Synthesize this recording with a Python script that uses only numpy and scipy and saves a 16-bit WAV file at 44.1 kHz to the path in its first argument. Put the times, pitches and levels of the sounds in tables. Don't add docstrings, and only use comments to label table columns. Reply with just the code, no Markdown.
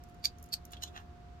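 import sys
import numpy as np
from scipy import signal
from scipy.fft import rfft, irfft, next_fast_len
from scipy.io import wavfile
from scipy.ndimage import map_coordinates

SR = 44100
rng = np.random.default_rng(int(sys.argv[2]) if len(sys.argv) > 2 else 0)


def to_wav(s):
    ch = np.atleast_2d(s).T
    pcm = np.round(np.clip(ch, -1, 1) * 32767)
    wavfile.write(sys.argv[1], SR, pcm.astype(np.int16))


N = 61739

# crest_s, air_db, rise_s, fall_s, nose_hz, nose_width_hz, throat_hz, throat_db,
# body_db, hiss_db, fizz_db, wall_echo_s
HUFFS = [(0.253, -34.5, 0.015, .010, 4617, 580, 2290, -19, -29.5, -18.5, -24, .00172),
         (0.537, -38, 0.014, .012, 4460, 700, 2670, -26.5, -26.5, -21, -21.5, .00155),
         (0.738, -51, 0.024, .020, 3300, 1160, 1490, -30, -6.5, -12, -26.5, .0014),
         (0.769, -55.5, .008, .020, 3440, 1090, 3120, 0, -15, -17, -28, .0012),
         (0.835, -39, 0.015, 0.012, 3030, 480, 1640, -10.5, -19, -4.5, -15.5, .00102),
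         (0.88, -55, 0.063, .020, 3450, 1270, 2680, -20, -25, -8.5, -23, .0012),
         (0.965, -49, 0.03, 0.044, 2870, 1200, 1830, -14, 2.5, -12.5, -28, .0015),
         (1.000, -61, .05, 0.045, 5600, 2500, 1300, 4, 20, 5, 0, .0015)]
# start_s, level_db
PUFFS = [(0.2418, -27), (0.2476, -19.5), (0.2546, -14), (0.5237, -37), (0.5275, -29.5), (0.5317, -23),
         (0.5358, -24.5), (0.5394, -17.5), (0.734, -30.5), (0.7686, -44.5), (0.8224, -41), (0.8235, -29.5),
         (0.8313, -44), (0.8372, -21.5), (0.8358, -31.5), (0.9631, -33.5), (0.9767, -32)]
# frequency_hz, gain_db
BODY_EQ = [(150, -17.5), (450, -18), (780, 0), (1300, -0.5), (1800, 1), (2400, -26), (5000, -43.5),
           (16000, -55.5)]
HISS_EQ = [(2400, -38.5), (3500, 4), (4100, 5.5), (4500, -6.5), (5400, -1), (6400, 1), (7100, 0),
           (7900, -15.5), (8500, -29.5), (10000, -14), (16000, -33)]
FIZZ_EQ = [(6000, -30), (8400, 4.5), (10000, -12.5), (11200, -4.5), (12400, 2.5), (13400, 3), (14500, -4),
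           (15300, -7.5), (16000, -33)]
# start_s, level_db, tilt_db_per_octave
TICKS = [(0.0379, -42.5, -6), (0.0878, -54, -5), (0.097, -47, -22), (0.145, -55, -2), (0.385, -46.5, -7.5),
         (0.3985, -53.5, -6), (0.4273, -33, 6.5), (0.4405, -40, -1.5), (0.4588, -47, 4.5),
         (0.462, -49.5, -2), (0.489, -47, -8), (0.6524, -34.5, 2.5), (0.7086, -49, -5.5), (0.7168, -45, 2),
         (0.72, -33, 9), (0.7247, -41, -5.5)]
# frequency_hz, gain_db
PELLET_EQ = [(1000, -34), (4000, -17.5), (5800, -1.5), (7000, 0.5), (8300, -11.5), (10500, -0.5),
             (12500, -0.5), (14200, -8), (16000, -10)]
SHUFFLE_EQ = [(100, -19.5), (250, 4), (500, -5.5), (900, -4), (1500, -12.5), (4000, -34)]
ROOM_EQ = [(20, -11.5), (35, -14.5), (62, 3.5), (80, 2), (110, -11.5), (200, -14), (300, -15), (450, -20.5),
           (850, -25), (1300, -23.5), (2000, -31.5), (4300, -37), (7000, -43.5), (10000, -54.5),
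           (14500, -53), (16000, -62)]
# frequency_hz, decay_s
TANK_DECAY = [(300, .12), (2000, .10), (4600, 0.088), (8000, 0.09), (14000, 0.064)]
# pitch_hz, left_db, right_db
HUM_LINES = [(77.4, -64.5, -66.5), (120.8, -67, -65.5), (167.4, -65, -67), (239.3, -69.5, -71),
             (356, -76, -71), (708.7, -68, -59)]
# frequency_hz, correlation
ROOM_CORRELATION = [(30, 0.9), (90, 1), (170, 0.59), (300, .45), (700, 0), (2000, 0), (12000, 0)]
# frequency_hz, left_minus_right_db
ROOM_PAN = [(30, -2), (130, 1.5), (300, 1), (1000, -1), (10000, 0.5)]

RUSTLE_PER_S, RUSTLE_DB, RUSTLE_SPREAD_DB, RUSTLE_END_S = 70, -67, 2, 0.73
SHUFFLE_CREST_S, SHUFFLE_HALF_LENGTH_S, SHUFFLE_DB = 0.896, .17, -62
LEFT_DB, RIGHT_DB, RIGHT_LAG_S = -3, 2, .00042
WALL_LEFT_DB, WALL_RIGHT_DB, WALL_SKEW_S, TAIL_ONSET_S = -3.5, -5, .00005, 0.0019
HUM_WAVER_RAD, HUM_WAVER_DB = .15, 1.16
ROOM_DB, HIGH_CUT_HZ = -52.5, 15950


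def huffs():
    t, out = np.arange(N) / SR, np.zeros((2, N))
    crests = np.array([row[0] for row in HUFFS])
    for k, (crest_s, air_db, rise_s, fall_s, nose_hz, nose_width_hz, throat_hz, throat_db,
            body_db, hiss_db, fizz_db, wall_echo_s) in enumerate(HUFFS):
        airway = ring(lambda hz: np.linalg.norm([
            resonance(hz, nose_hz, nose_width_hz),
            amp(throat_db) * resonance(hz, throat_hz, width_hz=700),
            amp(body_db + along(BODY_EQ, hz)),
            amp(hiss_db + along(HISS_EQ, hz)),
            amp(fizz_db + along(FIZZ_EQ, hz))], axis=0))
        fade_db = 20 * np.maximum((crest_s - t) / rise_s, (t - crest_s) / fall_s)
        air = rng.standard_normal(N) * amp(air_db - fade_db)
        nearest_puffs = [puff for puff in PUFFS if np.argmin(abs(crests - puff[0])) == k]
        sputter = bursts(nearest_puffs, decay_s=0.00045, noise_db=-4) / abs(airway).max()
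        huff = signal.fftconvolve(air + sputter, airway)[:N]
        out += tank(huff, wall_echo_s, tail_db=-7)
    return out


def pellets():
    def slips(rows, tilt_db):
        body = ring(lambda hz: amp(along(PELLET_EQ, hz)
                                   + tilt_db * np.log2(np.maximum(hz, PELLET_EQ[1][0]))))
        grit = bursts(rows, decay_s=0.0011, noise_db=-2.5)
        return signal.fftconvolve(grit, body / abs(body).max())[:N]
    ticks = sum(slips([(start_s, level_db)], tilt_db) for start_s, level_db, tilt_db in TICKS)
    draws = rng.random((int(RUSTLE_PER_S * RUSTLE_END_S), 2))
    rustle = [(when * RUSTLE_END_S, RUSTLE_DB - RUSTLE_SPREAD_DB * np.log(1 - force))
              for when, force in draws]
    return tank(ticks + slips(rustle, tilt_db=0), wall_echo_s=0.0024, tail_db=-8.5)


def shuffle():
    rub = unit(filtered(rng.standard_normal((2, N)), lambda hz: amp(along(SHUFFLE_EQ, hz))))
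    swell = np.exp(-((np.arange(N) / SR - SHUFFLE_CREST_S) / SHUFFLE_HALF_LENGTH_S) ** 2)
    return amp(SHUFFLE_DB) * rub * swell


def tank(x, wall_echo_s, tail_db):
    def paths(hz):
        delay = lambda s: np.exp(-2j * np.pi * hz * s)
        left = 1 + amp(WALL_LEFT_DB) * delay(wall_echo_s + WALL_SKEW_S)
        right = 1 + amp(WALL_RIGHT_DB) * delay(wall_echo_s)
        return np.array([amp(LEFT_DB) * left, amp(RIGHT_DB) * right * delay(RIGHT_LAG_S)])
    hz, t, noise = signal.stft(rng.standard_normal((2, SR // 4)), SR, nperseg=128)
    decay = amp(-60 * t / along(TANK_DECAY, hz)[:, None])
    tail = signal.istft(noise * decay, SR, nperseg=128)[1]
    tail *= 1 - np.exp(-np.arange(tail.shape[1]) / SR / TAIL_ONSET_S)
    tail /= np.linalg.norm(tail, axis=1, keepdims=True)
    return filtered(x, paths) + amp(tail_db) * signal.fftconvolve(x[None], tail, axes=1)[:, :N]


def appliance():
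    t, out = np.arange(N) / SR, np.zeros((2, N))
    for pitch_hz, left_db, right_db in HUM_LINES:
        phase = 2 * np.pi * pitch_hz * t + HUM_WAVER_RAD * wobble(7.3)
        line = np.sqrt(2) * np.sin(phase) * amp(HUM_WAVER_DB * wobble(6))
        out += amp([[left_db], [right_db]]) * line
    return out


def room_tone():
    def mid_side_gains(hz):
        width = np.arccos(along(ROOM_CORRELATION, hz)) / 2
        return amp(along(ROOM_EQ, hz)) * [np.cos(width), np.sin(width)]
    mid, side = filtered(rng.standard_normal((2, N)), mid_side_gains)
    stereo = np.array([mid + side, mid - side])
    panned = filtered(stereo, lambda hz: amp(np.outer([.5, -.5], along(ROOM_PAN, hz))))
    return amp(ROOM_DB) * unit(panned)


def bursts(rows, decay_s, noise_db, size=1024):
    out = np.zeros(N + size)
    for start_s, level_db in rows:
        burst = rng.standard_normal(size) * np.exp(-np.arange(size) / SR / decay_s)
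        burst *= amp(noise_db) / np.linalg.norm(burst)
        burst[0] = 1
        out[round(start_s * SR):][:size] += amp(level_db) * burst
    return out[:N]


def ring(gain, size=2048):
    cepstrum = irfft(np.log(gain(np.fft.rfftfreq(size, 1 / SR)) + 1e-6))
    cepstrum[1:size // 2] *= 2
    cepstrum[size // 2 + 1:] = 0
    impulse = irfft(np.exp(rfft(cepstrum)))
    return impulse / np.linalg.norm(impulse)


def resonance(hz, centre_hz, width_hz):
    return 1 / (1 + (2 * (hz - centre_hz) / width_hz) ** 2)


def filtered(x, response):
    size = next_fast_len(N + SR // 2)
    return irfft(rfft(x, size) * response(np.fft.rfftfreq(size, 1 / SR)), size)[..., :N]


def wobble(knots_per_s):
    knots = rng.standard_normal(int(N * knots_per_s / SR) + 4)
    return map_coordinates(knots, [np.arange(N) * knots_per_s / SR])


def along(points, hz):
    frequencies, values = np.transpose(points)
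    return np.interp(np.log(hz + 1), np.log(frequencies + 1), values)


def amp(db):
    return 10 ** (np.asarray(db) / 20)


def unit(x):
    return x / np.sqrt(np.mean(x ** 2) + 1e-20)


def scene():
    return room_tone() + appliance() + huffs() + shuffle() + pellets()


def record(dry):
    return filtered(dry, lambda hz: hz < HIGH_CUT_HZ)


dry = scene()
out = record(dry)
to_wav(out)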